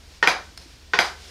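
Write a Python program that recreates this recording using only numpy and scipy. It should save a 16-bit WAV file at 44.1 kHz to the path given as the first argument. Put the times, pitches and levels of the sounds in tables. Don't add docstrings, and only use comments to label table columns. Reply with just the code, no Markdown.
import sys
import numpy as np
from scipy import signal
from scipy.io import wavfile

SR = 44100
rng = np.random.default_rng(int(sys.argv[2]) if len(sys.argv) > 2 else 0)


def output_pcm(signal):
    pcm = np.clip(np.atleast_2d(signal).T, -1, 1) * 32767
    wavfile.write(sys.argv[1], SR, np.round(pcm).astype(np.int16))


def voltage_ratio(decibels):
    exponent = np.asarray(decibels, float) / 20
    return 10 ** exponent


N = 57330

# pitch_hz, level_db (rms)
HUM_TONES = [
    (52, -56),
    (73, -52.5),
]
# freq_hz, level_db (per Hz)
FLOOR_COLOUR = [(22, -11), (40, -4), (70, -4.5), (125, -13), (400, -19.5), (1000, -25), (5000, -22.5),
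                (12000, -41), (16000, -44)]
# time_s, level_db
SLIDE_SPEED = [(0, -73), (.06, -65), (.12, -53.5), (0.182, -55.5), (.22, -75), (.33, -65), (.45, -52.5),
               (.55, -70), (0.618, -47.5), (.67, -54.5), (.73, -52), (.79, -62.5), (.9, -72), (1.051, -36),
               (1.16, -51), (1.23, -47), (1.3, -46)]
# freq_hz, level_db (per Hz)
SEAL_COLOUR = [(240, -36), (400, -1), (579, -7.5), (1220, -9), (1400, -8), (1510, -6.5), (5030, -4),
               (11900, -23.5), (16000, -34)]
# freq_hz, t60_s
ROOM_DECAY = [(150, 0.62), (500, 0.33), (1200, 0.33), (2500, 0.28), (5000, 0.29), (10000, 0.23),
              (16000, 0.067)]
# freq_hz, level_db
ROOM_TONE = [(150, -7), (500, 7.5), (1200, 10), (2500, 4), (5000, 12), (10000, 9), (16000, 1)]
# start_s, level_db, pitch_hz, swell_s
THUDS = [
    (0.097, -59, 268, 0.0048),
    (0.231, -39.5, 173, 0.0072),
    (.278, -36.5, 170, 0.0069),
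    (0.494, -55.5, 223, 0.0033),
    (0.518, -50.5, 296, .006),
    (0.657, -44.5, 292, 0.0037),
    (.68, -56, 176, 0.0068),
    (0.731, -51.5, 123, .008),
    (0.939, -42, 172, .01),
    (0.995, -38, 181, 0.01),
]
# start_s, level_db
TICK_HITS = [
    (.5756, -29),
    (.5768, -35),
    (.5785, -32),
    (.5800, -40),
]
# pitch_hz, level_db, t60_s
CLIP_MODES = [(1600, -7, .01), (2200, -4, .007), (4500, -1, .006), (5150, -2, .007), (7300, -9, .005),
              (9000, -9, .005), (11500, -15, .004)]
# start_s, level_db
DISC_SHAKES = [
    (.2745, -43),
    (.9895, -42.5),
    (1.003, -51.5),
]
# pitch_hz, level_db, t60_s
DISC_MODES = [(10610, 0, .18), (10690, -2, .18), (12720, -5, .15)]
# start_s, level_db
KNOCK_HITS = [
    (.2267, -13),
    (.2290, -22),
    (.9347, -15),
    (.9372, -24.5),
]
# pitch_hz, level_db, t60_s
BRACKET_MODES = [(432, -9, 0.057), (736, -4.5, 0.014), (996, -6.5, 0.053), (1200, -7.5, 0.0067),
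                 (1488, -10, 0.056), (1507, 5, 0.031), (1857, 4.5, 0.043), (2430, -1, 0.011),
                 (3080, -30, .006), (3464, -0.5, 0.0063), (4240, -11, 0.013), (4780, -9.5, 0.01),
                 (5530, -9.5, 0.0098), (6170, -17, 0.011)]
# freq_hz, level_db (per Hz)
KNOCK_CRACK_COLOUR = [(150, -44), (250, -20), (1180, -13), (1470, -1), (1700, -26), (1910, 11), (2130, -3),
                      (5830, -18), (16000, -95)]
KNOCK_CLATTER_COLOUR = [(150, -50), (250, -22), (802, -6.5), (988, 3), (1160, -27), (1450, -10.5),
                        (2160, -7.5), (5160, -15), (16000, -76)]
# start_s, level_db
CLANK_HITS = [
    (.2737, -4),
    (.2747, -13.5),
    (.2804, -14),
    (.2841, -16),
    (.9888, -6),
    (.9898, -10),
    (.9946, -15),
]
# pitch_hz, level_db, t60_s
FORK_MODES = [(369, -8.5, 0.015), (522, -10.5, 0.032), (761, -6, 0.019), (1044, -15, 0.024),
              (1529, 0.5, 0.029), (2100, 6.5, 0.0045), (2346, 5, 0.011), (3350, -3.5, 0.0096),
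              (3694, -14.5, 0.017), (4830, -6.5, 0.0061), (6130, -14.5, 0.0075), (11800, -21.5, 0.0026)]
# freq_hz, level_db (per Hz)
CLANK_CRACK_COLOUR = [(150, -23), (250, 4), (1550, -5), (2810, -20), (3460, -4), (6360, -19), (8700, -26),
                      (12800, -28), (16000, -62)]
CLANK_CLATTER_COLOUR = [(150, -53), (250, -24.5), (875, -5), (1950, -9.5), (2810, -31.5), (3460, -9.5),
                        (6140, -21), (13000, -50), (16000, -58)]

ROOM_START_S, ROOM_BUILD_S = 0.0025, 0.0019


def rms_one(x):
    return x / np.sqrt(np.mean(x ** 2) + 1e-20)


def at_hz(points, hz):
    table_hz, value = np.transpose(points)
    return np.interp(np.log(hz), np.log(table_hz), value)


def drift(rate_hz):
    r = np.exp(-80 * np.pi * rate_hz / SR)
    noise = rng.standard_normal(N // 40 + 2002)
    slow = signal.lfilter([1], [1, -2 * r, r * r], noise)[2000:]
    return np.interp(np.arange(N) / 40, np.arange(len(slow)), rms_one(slow))


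def bands():
    edges = 22 * 2 ** np.arange(0, 9.7, 1 / 3)
    white = rng.standard_normal((2, N + 8000))
    for k, (low, high) in enumerate(zip(edges, edges[1:])):
        band = signal.butter(2, [low, high], "band", fs=SR, output="sos")
        yield np.sqrt(low * high), signal.sosfilt(band, white[k % 2])[8000:]


def banded_noise(colour, patchy_db, lowest_hz):
    together = drift(1.3)
    out = np.zeros(N)
    for hz, band in bands():
        flicker_db = patchy_db * (0.75 * together + drift(36))
        if hz > lowest_hz:
            out += voltage_ratio(at_hz(colour, hz) + flicker_db) * band
    return rms_one(out)


def ring(clicks, hz, t60):
    r, w = voltage_ratio(-60 / (t60 * SR)), 2 * np.pi * hz / SR
    return signal.lfilter([0, np.sin(w)], [1, -2 * r * np.cos(w), r * r], clicks + 1e-18)


def struck(hits, modes, swell_cycles):
    start_s, hit_db = np.transpose(hits)
    spread_db = 1.5 * rng.standard_normal((len(start_s), 14))
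    out = np.zeros(N)
    for k, (hz, mode_db, t60) in enumerate(modes):
        clicks = np.zeros(N)
        clicks[(start_s * SR).astype(int)] = -voltage_ratio(hit_db + mode_db + spread_db[:, k])
        swelling = ring(ring(clicks, hz, t60), hz, swell_cycles / hz)
        out += swelling * 2 * np.log(1000) * hz / (swell_cycles * SR)
    return out


def since_hits(hits, delay_s=0):
    start_s, level_db = np.array(hits).T[:, :, None]
    return np.maximum(np.arange(N) / SR - start_s - delay_s, 0), level_db


def crack(hits, colour, level_db):
    age, hit_db = since_hits(hits)
    rise_s, fall_s = .0004, .0016
    shape = voltage_ratio(hit_db) * (1 - np.exp(-age / rise_s)) * np.exp(-age / fall_s)
    return voltage_ratio(level_db) * shape.sum(axis=0) * banded_noise(colour, patchy_db=2.5, lowest_hz=200)


def clatter(hits, colour, level_db):
    age, hit_db = since_hits(hits, ROOM_START_S)
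    build = voltage_ratio(2 * hit_db) * (1 - np.exp(-age / ROOM_BUILD_S)) ** 2
    out = np.zeros(N)
    for hz, band in bands():
        if hz > 200:
            power = (build * voltage_ratio(-120 * age / at_hz(ROOM_DECAY, hz))).sum(axis=0)
            out += voltage_ratio(at_hz(colour, hz)) * band * np.sqrt(power)
    total = sum(voltage_ratio(2 * at_hz(colour, hz)) * hz for hz in np.geomspace(200, 16000, 20))
    return voltage_ratio(level_db) / np.sqrt(total / SR) * out


def no_bass(x):
    return signal.sosfilt(signal.butter(3, 260, "high", fs=SR, output="sos"), x)


def garage(x):
    t = np.maximum(np.arange(N) / SR - ROOM_START_S, 0)
    tail = np.zeros(N)
    for hz, band in bands():
        tail += voltage_ratio(at_hz(ROOM_TONE, hz) - 60 * t / at_hz(ROOM_DECAY, hz)) * band
    tail *= 1 - np.exp(-t / ROOM_BUILD_S)
    return voltage_ratio(-3.5) * signal.fftconvolve(x, tail / np.sqrt(np.sum(tail ** 2)))[:N]


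def room_floor():
    return voltage_ratio(-50.5) * banded_noise(FLOOR_COLOUR, patchy_db=.8, lowest_hz=20)


def hum():
    out = np.zeros(N)
    for hz, db in HUM_TONES:
        level = np.sqrt(2) * voltage_ratio(db + 1.0 * drift(3.5))
        pitch_hz = hz + 1.0 * drift(6.9)
        out += level * np.sin(2 * np.pi * np.cumsum(pitch_hz) / SR)
    return out


def seal_hiss():
    slide_db = np.interp(np.arange(N) / SR, *np.transpose(SLIDE_SPEED))
    return voltage_ratio(slide_db) * banded_noise(SEAL_COLOUR, patchy_db=.6, lowest_hz=350)


def chassis_thuds():
    out, t = np.zeros(N), np.arange(N) / SR
    for start_s, db, hz, swell_s in THUDS:
        age = np.maximum(t - start_s, 0) / swell_s
        out += voltage_ratio(db) * age * np.exp(1 - age) * np.sin(2 * np.pi * hz * (t - start_s))
    return out


def rebound_tick():
    return struck(TICK_HITS, CLIP_MODES, swell_cycles=4.6)


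def disc_ring():
    return struck(DISC_SHAKES, DISC_MODES, swell_cycles=7.3)


def hit_clatter():
    knock = clatter(KNOCK_HITS, KNOCK_CLATTER_COLOUR, level_db=-5.0)
    return knock + clatter(CLANK_HITS, CLANK_CLATTER_COLOUR, level_db=-12.5)


def hit_cracks():
    knock = crack(KNOCK_HITS, KNOCK_CRACK_COLOUR, level_db=-0.5)
    return no_bass(knock + crack(CLANK_HITS, CLANK_CRACK_COLOUR, level_db=-9.0))


def knocks_and_clanks():
    knock = struck(KNOCK_HITS, BRACKET_MODES, swell_cycles=6.5)
    return no_bass(knock + struck(CLANK_HITS, FORK_MODES, swell_cycles=13.9))


def scene():
    metal = knocks_and_clanks()
    cracks = hit_cracks()
    metal = metal + disc_ring()
    tails = hit_clatter()
    tick, thuds = rebound_tick(), chassis_thuds()
    direct = metal + cracks + tails + tick + thuds
    background = seal_hiss() + room_floor()
    reflections = garage(metal + thuds + voltage_ratio(-6.0) * tick)
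    return (direct + reflections + background + hum())[None]


def band_limit(x):
    return signal.sosfilt(signal.butter(12, 16430, fs=SR, output="sos"), x)


def record(dry):
    soft = dry / (1 + (dry / 1.15) ** 4) ** .25
    top_cut = signal.cheby2(12, 60, 16500, fs=SR, output="sos")
    finished = signal.sosfilt(top_cut, soft)
    return band_limit(finished)


dry = scene()
out = record(dry)
output_pcm(out)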